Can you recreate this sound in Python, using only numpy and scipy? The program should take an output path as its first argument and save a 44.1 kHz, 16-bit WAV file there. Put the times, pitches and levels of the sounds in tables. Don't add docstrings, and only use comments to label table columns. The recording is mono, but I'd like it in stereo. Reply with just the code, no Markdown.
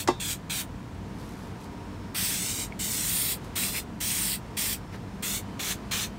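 import sys
import numpy as np
from scipy import signal
from scipy.fft import rfft, irfft, next_fast_len
from scipy.io import wavfile
from scipy.ndimage import uniform_filter1d, map_coordinates

SR = 44100
rng = np.random.default_rng(int(sys.argv[2]) if len(sys.argv) > 2 else 0)


def wav_record(signal):
    frames = np.transpose(np.atleast_2d(signal))
    bounded = np.clip(frames, -1, 1)
    quanta = np.round(bounded * 32767).astype(np.int16)
    wavfile.write(sys.argv[1], SR, quanta)


N = 272890

# start and release in seconds; hiss, swell over the press, splash and
# high fizz in dB; the jet's peak in Hz; that peak's height in dB; extra echo delay in milliseconds.
VALVE_PRESSES = [(-.02, 0.007, -34, 0, -37, -35, 8200, 1, -0.21),
                 (.198, 0.321, -33.5, 1.5, -38, -39.5, 8050, 3.5, -.2),
                 (.496, 0.601, -33, -1.5, -36.5, -38, 8400, 5, -0.18),
                 (2.146, 2.633, -32.5, -1.5, -38.5, -37.5, 8000, 2, -0.0053),
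                 (2.791, 3.322, -31.8, 0, -39, -34.5, 8300, 3, 0),
                 (3.555, 3.778, -32, 0, -37, -35, 8350, 2.5, 0),
                 (4.003, 4.339, -33, -0.5, -39, -37, 8100, 3, -0.0068),
                 (4.568, 4.73, -32.5, -2.5, -39, -36.5, 8250, 2, 0),
                 (5.224, 5.369, -33.5, 1.5, -37, -35, 7400, 0.5, 0.012),
                 (5.593, 5.713, -34.7, 2, -36.5, -40.5, 5940, 4, 0.22),
                 (5.911, 6.036, -33.5, -2.5, -35.5, -41, 5570, 4.5, 0.15)]
# time in seconds, nearness (0 at the foam's far tip, 1 by the microphone).
CAN_PATH = [(.21, .2), (.34, .7), (.5, .3), (.62, .95), (2.3, 1.05), (2.42, .33), (2.52, .13), (2.65, 0),
            (2.89, .18), (2.98, .45), (3.1, .92), (3.58, .97), (3.76, .45), (4.08, .92), (4.72, .97),
            (5.23, .65), (5.39, .1), (5.6, .9)]
# time in seconds, muffled pitch in Hz, depth in dB, half-length in seconds.
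WRIST_TURNS = [(.25, 5400, 4, 0.32), (2.16, 6870, 9, 0.11), (3.3, 6070, 11.5, 0.12), (3.713, 6450, 6, .09),
               (4.347, 6350, 13, .09), (4.72, 6650, 6, 0.11), (5.394, 5260, 6.5, .08)]
# time in seconds, depth in dB, half-length in seconds.
FLOW_DIPS = [(2.366, 1, .04), (3.037, 1, .05), (3.723, 5, 0.027), (5.655, 1.5, 0.016)]
# start in seconds, thud strength in dB, metal strength in dB.
KNOCK_CONTACTS = [(0.0753, -36, -26), (0.0774, -29, -27.5), (0.0838, -11.5, -30.5), (0.0894, -28.5, -38),
                  (.104, -25.5, -40)]
# pitch in Hz, strength in dB, seconds to fade by 60 dB.
BOARD_NOTES = [(137.4, -25, 1), (254, -4.5, 0.11), (296, 1.5, 0.038), (362, -2.5, 0.12), (456, -10, 0.11),
               (494, -15, .07), (577, -7.5, 0.1), (710, -3.5, 0.049), (790, -4, 0.08), (910, -2.5, 0.087),
               (1045, -8.5, 0.1), (1120, -3.5, 0.11), (1177, -9, 0.075), (1640, -22, 0.12),
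               (2010, -14, .11)]
CAN_NOTES = [(2430, -17, 0.16), (2660, -4.5, 0.17), (3280, -15, 0.16), (3610, -9, 0.5), (3880, -17, 0.42),
             (4430, -16, .32), (4420, -12, 0.24), (4580, -7, .17), (5100, -15, 0.28), (5330, -11, .17),
             (7380, -18, 0.092)]
# start in seconds, level in dB, pitch in Hz.
CAN_TICKS = [(2.7235, -30.5, 2220)]
# middle in seconds, level in dB, half-length in seconds.
GLUE_GURGLES = [(3.638, -35, 0.0065), (3.753, -33.5, 0.0089), (3.783, -37, 0.0082)]
SHOE_SCUFFS = [(1.213, -55.5, 0.038), (1.3, -59, 0.034), (1.43, -58, 0.068), (1.635, -54.5, 0.024),
               (3.455, -56.5, 0.025), (4.948, -55, 0.015)]
SHOE_STEPS = [(4.945, -43, 0.016)]
# frequency in Hz, relative strength in dB.
NOZZLE_COLOUR = [(2350, -46), (4000, -10), (5400, -3), (7000, -2.5), (8900, -1), (9600, -3.5), (10400, -5),
                 (11300, -2), (13300, -4), (14800, 0.5), (15700, -5)]
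SPLASH_COLOUR = [(400, -37), (800, -12.5), (1300, -9.5), (1800, -3), (2400, 0.5), (2950, -2), (3400, 1.5),
                 (4400, -4), (5200, -21.5), (7000, -31)]
PATTER_COLOUR = [(300, -24), (600, -6), (1300, 1), (1700, -5), (2600, -32)]
GURGLE_COLOUR = [(1200, -33), (1900, -7), (2350, -3), (2700, -6), (3400, -31)]
CRACK_COLOUR = [(200, -27), (600, 4), (2000, -3), (3000, -7), (4500, -7.5), (7300, -8), (7700, -12),
                (15000, -29)]
TURF_COLOUR = [(250, -14), (800, 6), (2000, -9), (3800, 3), (6000, -0.5), (9000, -2.5), (12000, -3),
               (16000, -15)]
STEP_COLOUR = [(150, -20), (400, 2), (900, -3), (1900, -1), (3000, -13), (6000, -17), (9000, -35)]
AIR_COLOUR = [(120, -15), (250, 0), (370, -4), (450, -4), (570, -10), (700, -7), (816, -11.5), (930, -9),
              (1400, -14), (2050, -18), (3170, -23), (5000, -27), (8850, -33), (16000, -47)]
RUMBLE_COLOUR = [(20, -44), (35, -12), (52, 1.5), (72, -2.5), (100, 1), (145, -2.5), (190, 3), (250, -6.5),
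                 (300, -9.5), (350, -24.5), (500, -49.5)]
# pitch in Hz, level in dB.
MACHINE_HUM = [(53.8, -52.5), (96, -52.5), (120, -53.5), (192, -57), (296, -57), (883, -63.5), (942, -60),
               (1001, -64)]
# start in seconds, end in seconds, pitch in Hz, level in dB.
FAINT_WHINES = [(1.7, 2.14, 5330, -70.5), (4.38, 5.2, 5330, -72), (5.42, 6.22, 3080, -66),
                (5.42, 6.22, 4560, -72)]


def spray(split_hz=10300, wet_s=0.03, near_hiss_db=2, near_splash_db=4, near_fizz_db=7.5):
    t = clock()
    age, progress, hiss_db, swell_db, splash_db, fizz_db, *_ = press_at(t)
    near = follow_can(t)
    wet = np.exp(-age / wet_s)
    level_db = hiss_db + near_hiss_db * near - 3 * wet
    splash_vs_hiss_db = splash_db + near_splash_db * near + 2 * wet - level_db
    fizz_vs_hiss_db = fizz_db - hiss_db + (near_fizz_db - near_hiss_db) * near
    high_share = lambda hz: 1 / (1 + (split_hz / (hz + 1)) ** 16)
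    lows = unit(filtered(noise(NOZZLE_COLOUR), lambda hz: np.sqrt(1 - high_share(hz))))
    highs = unit(filtered(noise(NOZZLE_COLOUR), lambda hz: np.sqrt(high_share(hz))))
    hiss = amp(0.5) * moving_filter(lows, jet_peak)
    fizz = amp(1 + fizz_vs_hiss_db) * highs
    splash = amp(splash_vs_hiss_db - 0.5) * noise(SPLASH_COLOUR)
    splash += amp(-13 + 2.43 * splash_vs_hiss_db) * noise(PATTER_COLOUR)
    splash *= amp(0.87 * wobble(260))
    sputter_db = 0.54 * wobble(700) + 0.4 * wobble(70)
    dip_db = sum(db * bell(t, when, half) for when, db, half in FLOW_DIPS)
    flow = amp(level_db + swell_db * (progress - 0.5) - dip_db + sputter_db)
    gas = (hiss + fizz) * (valve(open_s=0.0044, shut_s=0.093) + spit())
    glue = splash * valve(open_s=0.002, shut_s=0.095)
    shadowed = moving_filter(flow * (gas + glue), can_shadow)
    return echoes(moving_filter(shadowed, scatter))


def valve(open_s, shut_s):
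    t = clock()
    flow = np.zeros(N)
    for start, release, *_ in VALVE_PRESSES:
        opening = 1 - np.exp(-np.maximum(t - start, 0) / open_s)
        closing = amp(-60 * (np.maximum(t - release, 0) / shut_s) ** 1.49)
        flow += opening * closing
    return flow


def spit(strength_db=-9, life_s=0.0027):
    t = clock()
    puffs = sum((t > start) * np.exp(-np.abs(t - start) / life_s) for start, *_ in VALVE_PRESSES)
    return amp(strength_db) * puffs


def jet_peak(hz, s, width_hz=780, rise_octaves=0.31, lead_s=0.11):
    *_, peak_hz, height_db, _ = press_at(s)
    peak = bell(hz, peak_hz * 2 ** (rise_octaves * follow_can(s)), width_hz)
    flare_db = 0.4 * sum(db * bell(s, when - lead_s, 0.052) for when, _, db, _ in WRIST_TURNS)
    return height_db * (peak - 0.5) + flare_db * peak


def can_shadow(hz, s, notch_width_hz=430, boost_width_hz=520):
    notch = lambda at_hz: 1 / (1 + ((hz - at_hz) / notch_width_hz) ** 2)
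    boost = lambda at_hz: 0.33 * bell(hz, 0.72 * at_hz, boost_width_hz)
    return sum(db * bell(s, when, half) * (boost(at_hz) - notch(at_hz))
               for when, at_hz, db, half in WRIST_TURNS)


def scatter(hz, s, ripple_db=1.5):
    ripples = rng.standard_normal((len(hz), len(s)))
    for size, axis in (24, 1), (16, 1), (2, 0):
        ripples = uniform_filter1d(ripples, size=size, axis=axis)
    return ripple_db * unit(ripples)


def echoes(x, board_ms=(1.335, 1.505), edge_ms=(1.14, 1.46)):
    t = clock()
    *_, extra_ms = press_at(t)

    def delayed(far_near_ms):
        lag = (follow_can(t, far_near_ms) + extra_ms) * SR / 1000
        return map_coordinates(x, [np.arange(N) - lag], order=5)

    board_share, edge_share = follow_can(t, (0.38, 0.17)), follow_can(t, (0.31, 0.06))
    mix = x + board_share * delayed(board_ms) - edge_share * delayed(edge_ms)
    return mix / np.sqrt(1 + board_share ** 2 + edge_share ** 2)


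def press_at(s):
    rows = np.array(VALVE_PRESSES)
    handovers = (rows[:-1, 1] + 3 * rows[1:, 0]) / 4
    start, release, *columns = rows[np.searchsorted(handovers, s)].T
    age = np.maximum(s - start, 0)
    return age, np.minimum(age / (release - start), 1), *columns


def follow_can(s, far_near=(-0.5, 0.5)):
    far, near = far_near
    return far + (near - far) * np.interp(s, *np.transpose(CAN_PATH))


def gurgles():
    return swells(GLUE_GURGLES) * noise(GURGLE_COLOUR)


def knock(crack_fade_s=0.053, wash_fade_s=0.26):
    out = np.zeros(N)
    t = np.arange(SR * 3 // 4) / SR
    crack_and_wash = amp(1 - 60 * t / crack_fade_s) + amp(-14 - 60 * t / wash_fade_s)
    for start, thud_db, metal_db in KNOCK_CONTACTS:
        span = slice(round(start * SR), round(start * SR) + len(t))
        crack = crack_and_wash * noise(CRACK_COLOUR)[span]
        metal = amp(-6) * ring(CAN_NOTES, t, vary_db=3) + crack
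        thud = ring(BOARD_NOTES, t, vary_db=2)
        out[span] += amp(thud_db - 4.5) * thud + amp(metal_db) * metal
    return out


def ring(notes, t, vary_db):
    out = np.zeros(len(t))
    for k, (hz, db, fade_s) in enumerate(notes):
        fade = amp(db + vary_db * rng.standard_normal() - 60 * t / fade_s)
        out += (-1) ** k * fade * np.sin(2 * np.pi * hz * t)
    return out


def can_tick(fade_s=0.025):
    out = np.zeros(N)
    for start, db, hz in CAN_TICKS:
        t = np.maximum(clock() - start, 0)
        out += amp(db - 60 * t / fade_s) * np.sin(2 * np.pi * hz * t)
    return out


def shoes(grain_db=3.5):
    blades = unit(noise(TURF_COLOUR) * amp(grain_db * wobble(350)))
    return swells(SHOE_SCUFFS) * blades + swells(SHOE_STEPS) * noise(STEP_COLOUR)


def background(air_db=-45.5, rumble_db=-41, whine_fade_s=0.04):
    t = clock()
    tone = lambda hz, drift: np.sqrt(2) * np.sin(2 * np.pi * hz * t + drift * wobble(9))
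    fade = lambda start, end: np.clip(np.minimum(t - start, end - t) / whine_fade_s, 0, 1)
    hum = sum(amp(db + 2.1 * wobble(7.4)) * tone(hz, drift=1.22) for hz, db in MACHINE_HUM)
    whine = sum(amp(db) * fade(start, end) * tone(hz, drift=0.85) for start, end, hz, db in FAINT_WHINES)
    air = amp(air_db + 1.06 * wobble(3.08)) * noise(AIR_COLOUR)
    rumble = amp(rumble_db + 0.1 * wobble(20)) * noise(RUMBLE_COLOUR)
    return air + rumble + hum + whine


def amp(db):
    return 10 ** (np.asarray(db) / 20)


def unit(x):
    return x / np.sqrt(np.mean(x ** 2) + 1e-20)


def clock():
    return np.arange(N) / SR


def bell(x, centre, half):
    return np.exp(-0.5 * ((x - centre) / half) ** 2)


def swells(rows):
    return sum(amp(db) * bell(clock(), when, half) for when, db, half in rows)


def wobble(rate):
    return map_coordinates(rng.standard_normal(int(N * rate / SR) + 4), [np.arange(N) * rate / SR])


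def noise(colour):
    points_hz, db = np.transpose(colour)
    gain = lambda hz: amp(np.interp(np.log(hz + 1), np.log(points_hz), db))
    return unit(filtered(rng.standard_normal(N), gain))


def filtered(x, gain):
    size = next_fast_len(N + 8192)
    return irfft(rfft(x, size) * gain(np.fft.rfftfreq(size, 1 / SR)), size)[..., :N]


def moving_filter(x, gain_db):
    hz, s, frames = signal.stft(x, SR, nperseg=256)
    return signal.istft(frames * amp(gain_db(hz[:, None], s)), SR, nperseg=256)[1][:N]


def scene():
    mono = spray() + gurgles() + knock() + can_tick() + shoes() + background()
    return np.array([mono, mono])


def record(dry, dip_hz=10400, dip_db=3, dip_width_hz=330, top_hz=15780):
    opening = lambda hz: amp(-dip_db / (1 + ((hz - dip_hz) / dip_width_hz) ** 2))
    cutoff = lambda hz: 1 / (1 + (hz / top_hz) ** 400)
    return filtered(dry, lambda hz: opening(hz) * cutoff(hz))


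dry = scene()
out = record(dry)
wav_record(out)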